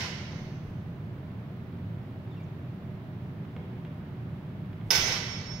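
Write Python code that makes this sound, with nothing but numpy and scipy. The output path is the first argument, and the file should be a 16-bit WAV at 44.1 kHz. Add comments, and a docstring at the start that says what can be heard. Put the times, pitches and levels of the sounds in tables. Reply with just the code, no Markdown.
"""Practice swords in a gymnasium

Two fencers spar with steel blades: a clash dies away at the start, shoes tap and squeak, then the blades
meet hard and keep singing. Impacts are noise bursts and decaying sinusoidal modes; squeaks are jittered
glides. A hall response of decaying noise adds a long tail with a late swell from the far walls.
The sprung floor booms in filtered noise, and steady noise forms the ventilation rumble and rush.
"""
import sys
import numpy as np
from scipy import signal
from scipy.fft import rfft, irfft, next_fast_len
from scipy.io import wavfile

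SR = 44100
rng = np.random.default_rng(int(sys.argv[2]) if len(sys.argv) > 2 else 0)


def pcm_store(signal):
    """Save signal as 16-bit PCM."""
    levels = np.round(np.clip(np.atleast_2d(signal), -1, 1) * 32767)
    wavfile.write(sys.argv[1], SR, levels.astype(np.int16).T)


N = 246959

# Blade clashes: (time [s], crack level [dB], clang level [dB], ring level [dB], crack treble [dB])
CLASHES = [(-.2, -3.5, -9, -11.5, -3), (4.9044, -.3, 1.5, 0, 0)]
# Strongly struck blade modes that the contact damps at once: (frequency [Hz], level [dB], T60 [s])
CLANG_MODES = [(850, -23, .08), (1960, -20, .07), (2930, -19, .08), (3600, -16, .08), (4450, -19, .06),
               (5095, .5, .05), (5190, -4, .06), (5490, -5, .055), (5820, -13, .07), (6170, -10, .08),
               (8980, -24, .06), (10690, -19, .07), (11400, -24, .07), (12300, -20, .07), (12980, -23, .07),
               (13800, -22, .07), (14600, -20, .07), (15520, -18, .07)]
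# Free bending modes of the two blades: (frequency [Hz], level [dB], T60 [s])
BENDING_MODES = [(900, -10, .9), (953, -11, .8), (1071, -17, 1.6), (1523, -1, .9), (1942, -7, .9),
                 (2120, -6, .8), (2417, -11, .8), (2622, -8, 1), (3602, -5, 1.2), (4183, -9, .9),
                 (4450, -8, 1.1), (4662, -7, .8), (5097, 1, .7), (5269, -1, .9), (5500, -2, .6),
                 (5539, -4, .9), (5827, -3, .85), (5986, -3, .85), (6179, 0, .8), (6417, -11, .9),
                 (6572, -12, .8), (6821, -14, 1.6), (9060, -22, .7), (10687, -18, .7), (11100, -22, .65),
                 (11690, -20, .6), (12298, -18, .6), (13800, -21, .65), (14500, -16, .55), (15543, -19, .7)]
# Modes that sing as the blades slide free:
# (time [s], frequency [Hz], level [dB], T60 [s], relative level with the blade edge-on [dB])
SINGING_MODES = [(.27, 6120, -54, 1.5, -4), (5.135, 4856, -40, .8, -8), (5.235, 5410, -36, 12, -18),
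                 (5.28, 6115, -49, 12, -12), (5.31, 4425, -42, .45, -18)]
# Shoes meeting the floor: (time [s], slap level [dB], knock level [dB])
STEPS = [(.33, -21, -16), (3.449, -29, -31), (3.564, -20.5, -11), (3.849, -22, -33), (4.73, -26, -28),
         (4.811, -28, -23)]
# Rubber soles squeaking:
# (time [s], length [s], start pitch [Hz], middle pitch [Hz], end pitch [Hz], level [dB])
SQUEAKS = [(2.303, 0.053, 3990, 3510, 3780, -61.5), (2.366, 0.026, 2910, 2720, 2700, -57.5),
           (2.394, 0.027, 2500, 2330, 2140, -57), (2.43, 0.02, 7100, 6500, 5400, -69)]
# Modes of the floor boards under a shoe: (frequency [Hz], level [dB], T60 [s])
KNOCK_MODES = [(206, 5.5, 0.037), (475, 2.5, 0.033), (817, -10, 0.044), (2140, -14.5, 0.047),
               (3300, -25.5, .025)]
# Shifts of weight that make the sprung floor boom: (time [s], level [dB])
BOOMS = [(.33, -51), (.62, -54), (4.82, -45), (4.93, -49), (5.42, -51)]

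# Spectrum of the blade contact: (frequency [Hz], density [dB per Hz])
CRACK_SPECTRUM = [(60, -23), (200, -9.5), (400, -1), (900, -3.5), (1200, -5), (1900, 4.5), (3300, 1.5),
                  (4400, 1), (5600, 5), (6500, -3), (7600, -11.5), (9600, -15.5), (11500, -10.5),
                  (15500, -18)]
# Spectrum of a sole slapping the floor: (frequency [Hz], density [dB per Hz])
SLAP_SPECTRUM = [(100, -24), (450, -1), (900, 4), (1400, -5), (2200, -4), (3300, -7.5), (5000, -29),
                 (8000, -36), (15000, -55)]
# Spectrum of the floor boom: (frequency [Hz], density [dB per Hz])
BOOM_SPECTRUM = [(20, -12), (42, -1), (52, -7), (80, -31), (200, -58)]
# Spectrum of the duct rumble: (frequency [Hz], density [dB per Hz])
RUMBLE_SPECTRUM = [(12, -59), (20, -29), (38, -20), (59, -13), (72, -32), (81, -2.5), (118, 1), (173, -1.5),
                   (232, -10), (258, -12), (308, -14.5), (334, -19.5), (367, -11.5), (398, -19.5),
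                   (500, -24.5), (650, -59), (1100, -120)]
# Spectrum of the rush of the vents: (frequency [Hz], density [dB per Hz])
RUSH_SPECTRUM = [(290, -36), (500, -6), (553, -7.5), (594, -0.5), (658, -5), (828, -7.5), (1260, -11),
                 (2110, -15.5), (2510, -19), (3310, -22), (4110, -27), (8090, -43.5), (15000, -35.5),
                 (15700, -32.5)]
# Radiation of the narrow blades, best for high modes: (frequency [Hz], gain [dB])
BLADE_RADIATION = [(1500, -1), (4400, 1), (5200, 4), (6200, 6), (7000, 2), (15000, 2)]

# Left minus right for the blades: (frequency [Hz], level difference [dB])
BLADE_BALANCE = [(700, 1), (1300, -1), (2400, -5.5), (4400, -6), (5500, -18), (6800, -12.5), (9000, -12),
                 (14000, -4.5)]
# Left minus right for the ventilation: (frequency [Hz], level difference [dB])
VENT_BALANCE = [(110, -1.5), (500, 0), (1300, -2), (2400, -4.5), (4400, -4), (8000, -2), (15000, 2)]
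# Likeness of diffuse sound in the two channels: (frequency [Hz], correlation [-])
CORRELATION = [(130, 0.99), (300, 0.94), (640, 0.75), (1400, 0.06), (3000, 0.017)]
# Reverberation time of the hall: (frequency [Hz], T60 [s])
HALL_T60 = [(200, 1.07), (1000, 1.56), (2500, 1.24), (5000, 1.17), (8000, 0.83), (14000, 0.57)]
# Distinct reflections from the floor and the near and far walls: (delay [s], level [dB])
ECHOES = [(.0075, -25), (.044, -5.5), (.049, -5.5), (.068, -8), (.172, -12), (.215, -13.5), (.25, -21)]
# Absorption of an echo by the air: (frequency [Hz], gain per second of travel [dB/s])
AIR_ABSORPTION = [(5500, 0), (14000, -55)]

TURN_S, BEND = .19, .0008  # time between views of a turning blade's flat; peak share of pitch bend
BOOM_RISE_S, BOOM_T60_S = .074, .87
RUMBLE_DB, RUSH_DB = -38, -53.5
BUILD_S, FAR_WALL_S, FAR_SPREAD_S = .0069, .23, .043  # near-wall build-up; time and width of the far swell
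FAR_SWELL_DB, LATE_DB = 3.5, 5.5
TOP_HZ = 15750  # upper band edge
LEAD = SR // 2  # samples kept ahead of time zero, for sounds that begin earlier
AGE = np.arange(3 * SR // 2) / SR  # time since the onset of one event [s]


def swords(hall):
    """Impact excitation: each clash is a shimmering crack, a damped clang and the free ring of both blades."""
    crack, clang, ring = np.zeros((3, LEAD + N))
    for s, crack_db, clang_db, ring_db, treble_db in CLASHES:
        contact = unit(burst(t60=.05)) + .55 * unit(shimmer(spacing_hz=110, t60=.2))
        contact = unit(colour(contact, CRACK_SPECTRUM))
        hardness = [(1000, 0), (9000, treble_db)]  # a glancing blow is duller
        add(crack, s, undb(crack_db) * colour(contact, hardness))

        blow = undb(clang_db) * modes(CLANG_MODES, rise_s=.0062)
        add(clang, s, blow)
        for delay, db in ECHOES:
            echo = colour(blow, AIR_ABSORPTION, share=delay)
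            add(clang, s + delay, undb(db) * echo)

        free_ring = modes(BENDING_MODES, rise_s=.005, beat=.7, spin_hz=6)
        add(ring, s, undb(ring_db) * free_ring)

    sound = in_hall(crack, hall, direct_db=4, hall_db=13.5)
    sound += in_hall(clang, hall, direct_db=-7.5, hall_db=-21)
    sound += in_hall(colour(ring, BLADE_RADIATION), hall, direct_db=-32.5, hall_db=-40)
    sound += in_hall(singing(), hall, direct_db=-2, hall_db=-20)
    return np.array([colour(sound[0], BLADE_BALANCE), sound[1]])


def burst(t60):
    """Broadband excitation: a rattle of tiny contacts, whitened and confined to t60 in turn."""
    x = rng.standard_normal(len(AGE)) * fade(t60) * np.minimum(AGE / .0013, 1)
    window = np.clip(2 - 2 * AGE / t60, 0, 1)
    for _ in range(6):
        white = irfft(np.exp(1j * np.angle(rfft(x))))  # equal energy at all frequencies
        x = white * window
    return x


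def shimmer(spacing_hz, t60):
    """High modal density: many faint, unevenly spaced twisting modes of the blades and guards."""
    hz = np.arange(spacing_hz * 8, TOP_HZ, spacing_hz)
    shift, size, phase = rng.random((len(hz), 3)).T
    lines = np.zeros(len(AGE) // 2 + 1, complex)
    places = ((hz + spacing_hz * shift) * len(AGE) / SR).astype(int)
    lines[places] = (.5 + size) * np.exp(2j * np.pi * phase)
    return irfft(lines, len(AGE)) * fade(t60) * np.minimum(AGE / .0017, 1)


def modes(table, rise_s, beat=0, spin_hz=6):
    """Modal superposition: decaying partials build up in contact; on a turning blade each beats at its own rate."""
    ring = 0
    for (hz, db, t60), (phase, turn, pace) in zip(table, rng.random((len(table), 3))):
        turn_hz = spin_hz * (.5 + pace)
        facing = 1 + beat * np.sin(2 * np.pi * (turn_hz * AGE + turn))
        partial = np.sin(2 * np.pi * (hz * AGE + phase))
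        ring = ring + undb(db) * fade(t60) * facing * partial
    return ring * np.minimum(AGE / rise_s, 1)


def singing():
    """Directional radiation: tones swell and dip as the blade turns, and the swing bends their pitch."""
    track = np.zeros(LEAD + N)
    flat = np.sin(np.pi * AGE / TURN_S) ** 2  # 1 with the flat towards the listener, 0 edge-on
    for s, hz, db, t60, edge_db in SINGING_MODES:
        facing = flat + undb(edge_db) * (1 - flat)
        onset = np.minimum(2 * AGE / TURN_S, 1)
        bend = 1 + BEND * np.sin(2 * np.pi * (AGE / TURN_S / 2 + rng.random()))
        tone = np.sqrt(2) * np.sin(2 * np.pi * np.cumsum(hz * bend) / SR)
        add(track, s, undb(db) * fade(t60) * facing * onset * tone)
    return track


def shoes(hall, left_db=-2.5):
    """Impact and stick-slip friction: soles slap and knock on the sprung floor, and squeak as they twist."""
    steps, squeaks = np.zeros((2, LEAD + N))
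    for s, slap_db, knock_db in STEPS:
        slap = unit(colour(burst(t60=.021), SLAP_SPECTRUM))
        knock = unit(modes(KNOCK_MODES, rise_s=.0036))
        add(steps, s, undb(slap_db) * slap + undb(knock_db) * knock)

    for s, length, *pitches, db in SQUEAKS:
        u = np.linspace(0, 1, int(length * SR))
        hz = np.polyval(np.polyfit([0, .5, 1], pitches, 2), u)  # smooth glide through three pitches
        jitter = 1 + .1 * rng.standard_normal(len(u))
        phase = 2 * np.pi * np.cumsum(hz * jitter) / SR
        swell = np.sqrt(np.sin(np.pi * u).clip(0))
        add(squeaks, s, undb(db) * swell * (np.sin(phase) + .13 * np.sin(2 * phase)))

    sound = in_hall(steps, hall, direct_db=-1, hall_db=-1.5)
    sound += in_hall(squeaks, hall, direct_db=-.5, hall_db=-4)
    return sound * undb([[left_db], [0]])


def floor_boom():
    """Low resonance: low-passed noise swells and decays as the floor heaves under each shift of weight."""
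    load = np.zeros(LEAD + N)
    rise = np.minimum(AGE / BOOM_RISE_S, 1)
    decay = np.minimum(undb(-60 * (AGE - BOOM_RISE_S) / BOOM_T60_S), 1)
    for s, db in BOOMS:
        add(load, s, undb(db) * rise * decay)
    heave = unit(colour(rng.standard_normal(N), BOOM_SPECTRUM)) * np.sqrt(N)  # unit RMS
    return heave * load[LEAD:]


def ventilation(spectrum, db):
    """Flow noise: air in the ducts fills the hall with steady, diffuse, spectrally shaped noise."""
    left, right = (colour(x, spectrum) for x in diffuse(N))
    air = np.array([colour(left, VENT_BALANCE, .5), colour(right, VENT_BALANCE, -.5)])
    return unit(air) * np.sqrt(N) * undb(db)


def hall_response():
    """Frequency-dependent reverberation: half-octave bands of diffuse noise decay, highest treble fastest."""
    noise = diffuse(len(AGE))
    spectrum = rfft(noise)
    octave = np.log2(np.clip(bins(noise), 125, 16000))
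    tail = 0
    for centre in np.arange(np.log2(125), 14, .5):
        band = np.maximum(1 - 2 * abs(octave - centre), 0)  # overlapping triangles
        tail = tail + irfft(spectrum * band) * fade(at(HALL_T60, 2 ** centre))
    return unit(tail * reflection_density())


def reflection_density():
    """Reflection build-up: gain rises quickly, swells from the far walls, then holds a fuller late field."""
    far = np.exp(-.5 * ((AGE - FAR_WALL_S) / FAR_SPREAD_S) ** 2)
    late = 1 - np.exp(-(AGE / FAR_WALL_S / 2) ** 2)
    build_up = 1 - np.exp(-AGE / BUILD_S)
    return build_up * undb(FAR_SWELL_DB * far + LATE_DB * late)


def in_hall(track, hall, direct_db, hall_db):
    """Linear superposition: direct sound, one sample later on the left, plus convolution with the hall."""
    index = np.arange(len(track))
    direct = np.array([np.interp(index - 1, index, track), track])
    wet = signal.fftconvolve(track[None], hall, axes=1)[:, :len(track)]
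    return (undb(direct_db) * direct + undb(hall_db) * wet)[:, LEAD:LEAD + N]


def diffuse(size):
    """Diffuse-field coherence: stereo noise alike in the bass and unrelated in the treble."""
    noise = rng.standard_normal((2, next_fast_len(size)))
    c = np.clip(at(CORRELATION, bins(noise)), 0, 1)
    mid, side = rfft(noise) * np.sqrt([(1 + c) / 2, (1 - c) / 2])
    return irfft(np.array([mid + side, mid - side]), noise.shape[1])[:, :size]


def fade(t60):
    """Exponential decay: the amplitude falls by 60 dB in t60 seconds."""
    return np.exp(-np.log(1000) * AGE / t60)


def colour(x, points, share=1):
    """Linear filtering: multiply the spectrum by a share of a dB curve, leaving phase alone."""
    size = next_fast_len(len(x) + SR // 10)
    padded = np.concatenate([x, np.zeros(size - len(x))])
    gain = undb(share * at(points, bins(padded)))
    return irfft(rfft(padded) * gain, size)[:len(x)]


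def at(points, hz):
    """Logarithmic frequency scale: interpolate a table linearly in log frequency."""
    f, value = np.transpose(points)
    return np.interp(np.log(np.maximum(hz, 1)), np.log(f), value)


def bins(x):
    """Discrete spectrum: frequencies [Hz] of the transform of x."""
    return np.fft.rfftfreq(x.shape[-1], 1 / SR)


def undb(db):
    """Level definition: decibels to amplitude gain."""
    return 10 ** (np.asarray(db) / 20)


def unit(x):
    """Energy normalization: scale to unit mean energy per channel."""
    return x / np.sqrt(np.mean(np.sum(x ** 2, axis=-1)))


def add(track, s, sound):
    """Superposition in time: mix a sound in at s seconds, with time zero LEAD samples into the track."""
    start = max(LEAD + int(s * SR), 0)
    part = sound[:len(track) - start]
    track[start:start + len(part)] += part


def scene():
    """Superposition of sources: blades and shoes share the hall, over floor boom, duct rumble and vent rush."""
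    hall = hall_response()
    action = swords(hall) + shoes(hall) + floor_boom()
    return action + ventilation(RUMBLE_SPECTRUM, RUMBLE_DB) + ventilation(RUSH_SPECTRUM, RUSH_DB)


def record(dry):
    """Band limitation: a steep elliptic low-pass cuts the top of the treble."""
    low_pass = signal.ellip(10, .2, 70, TOP_HZ, fs=SR, output="sos")  # order, ripple [dB], stopband [dB]
    return signal.sosfilt(low_pass, dry)


dry = scene()
out = record(dry)
pcm_store(out)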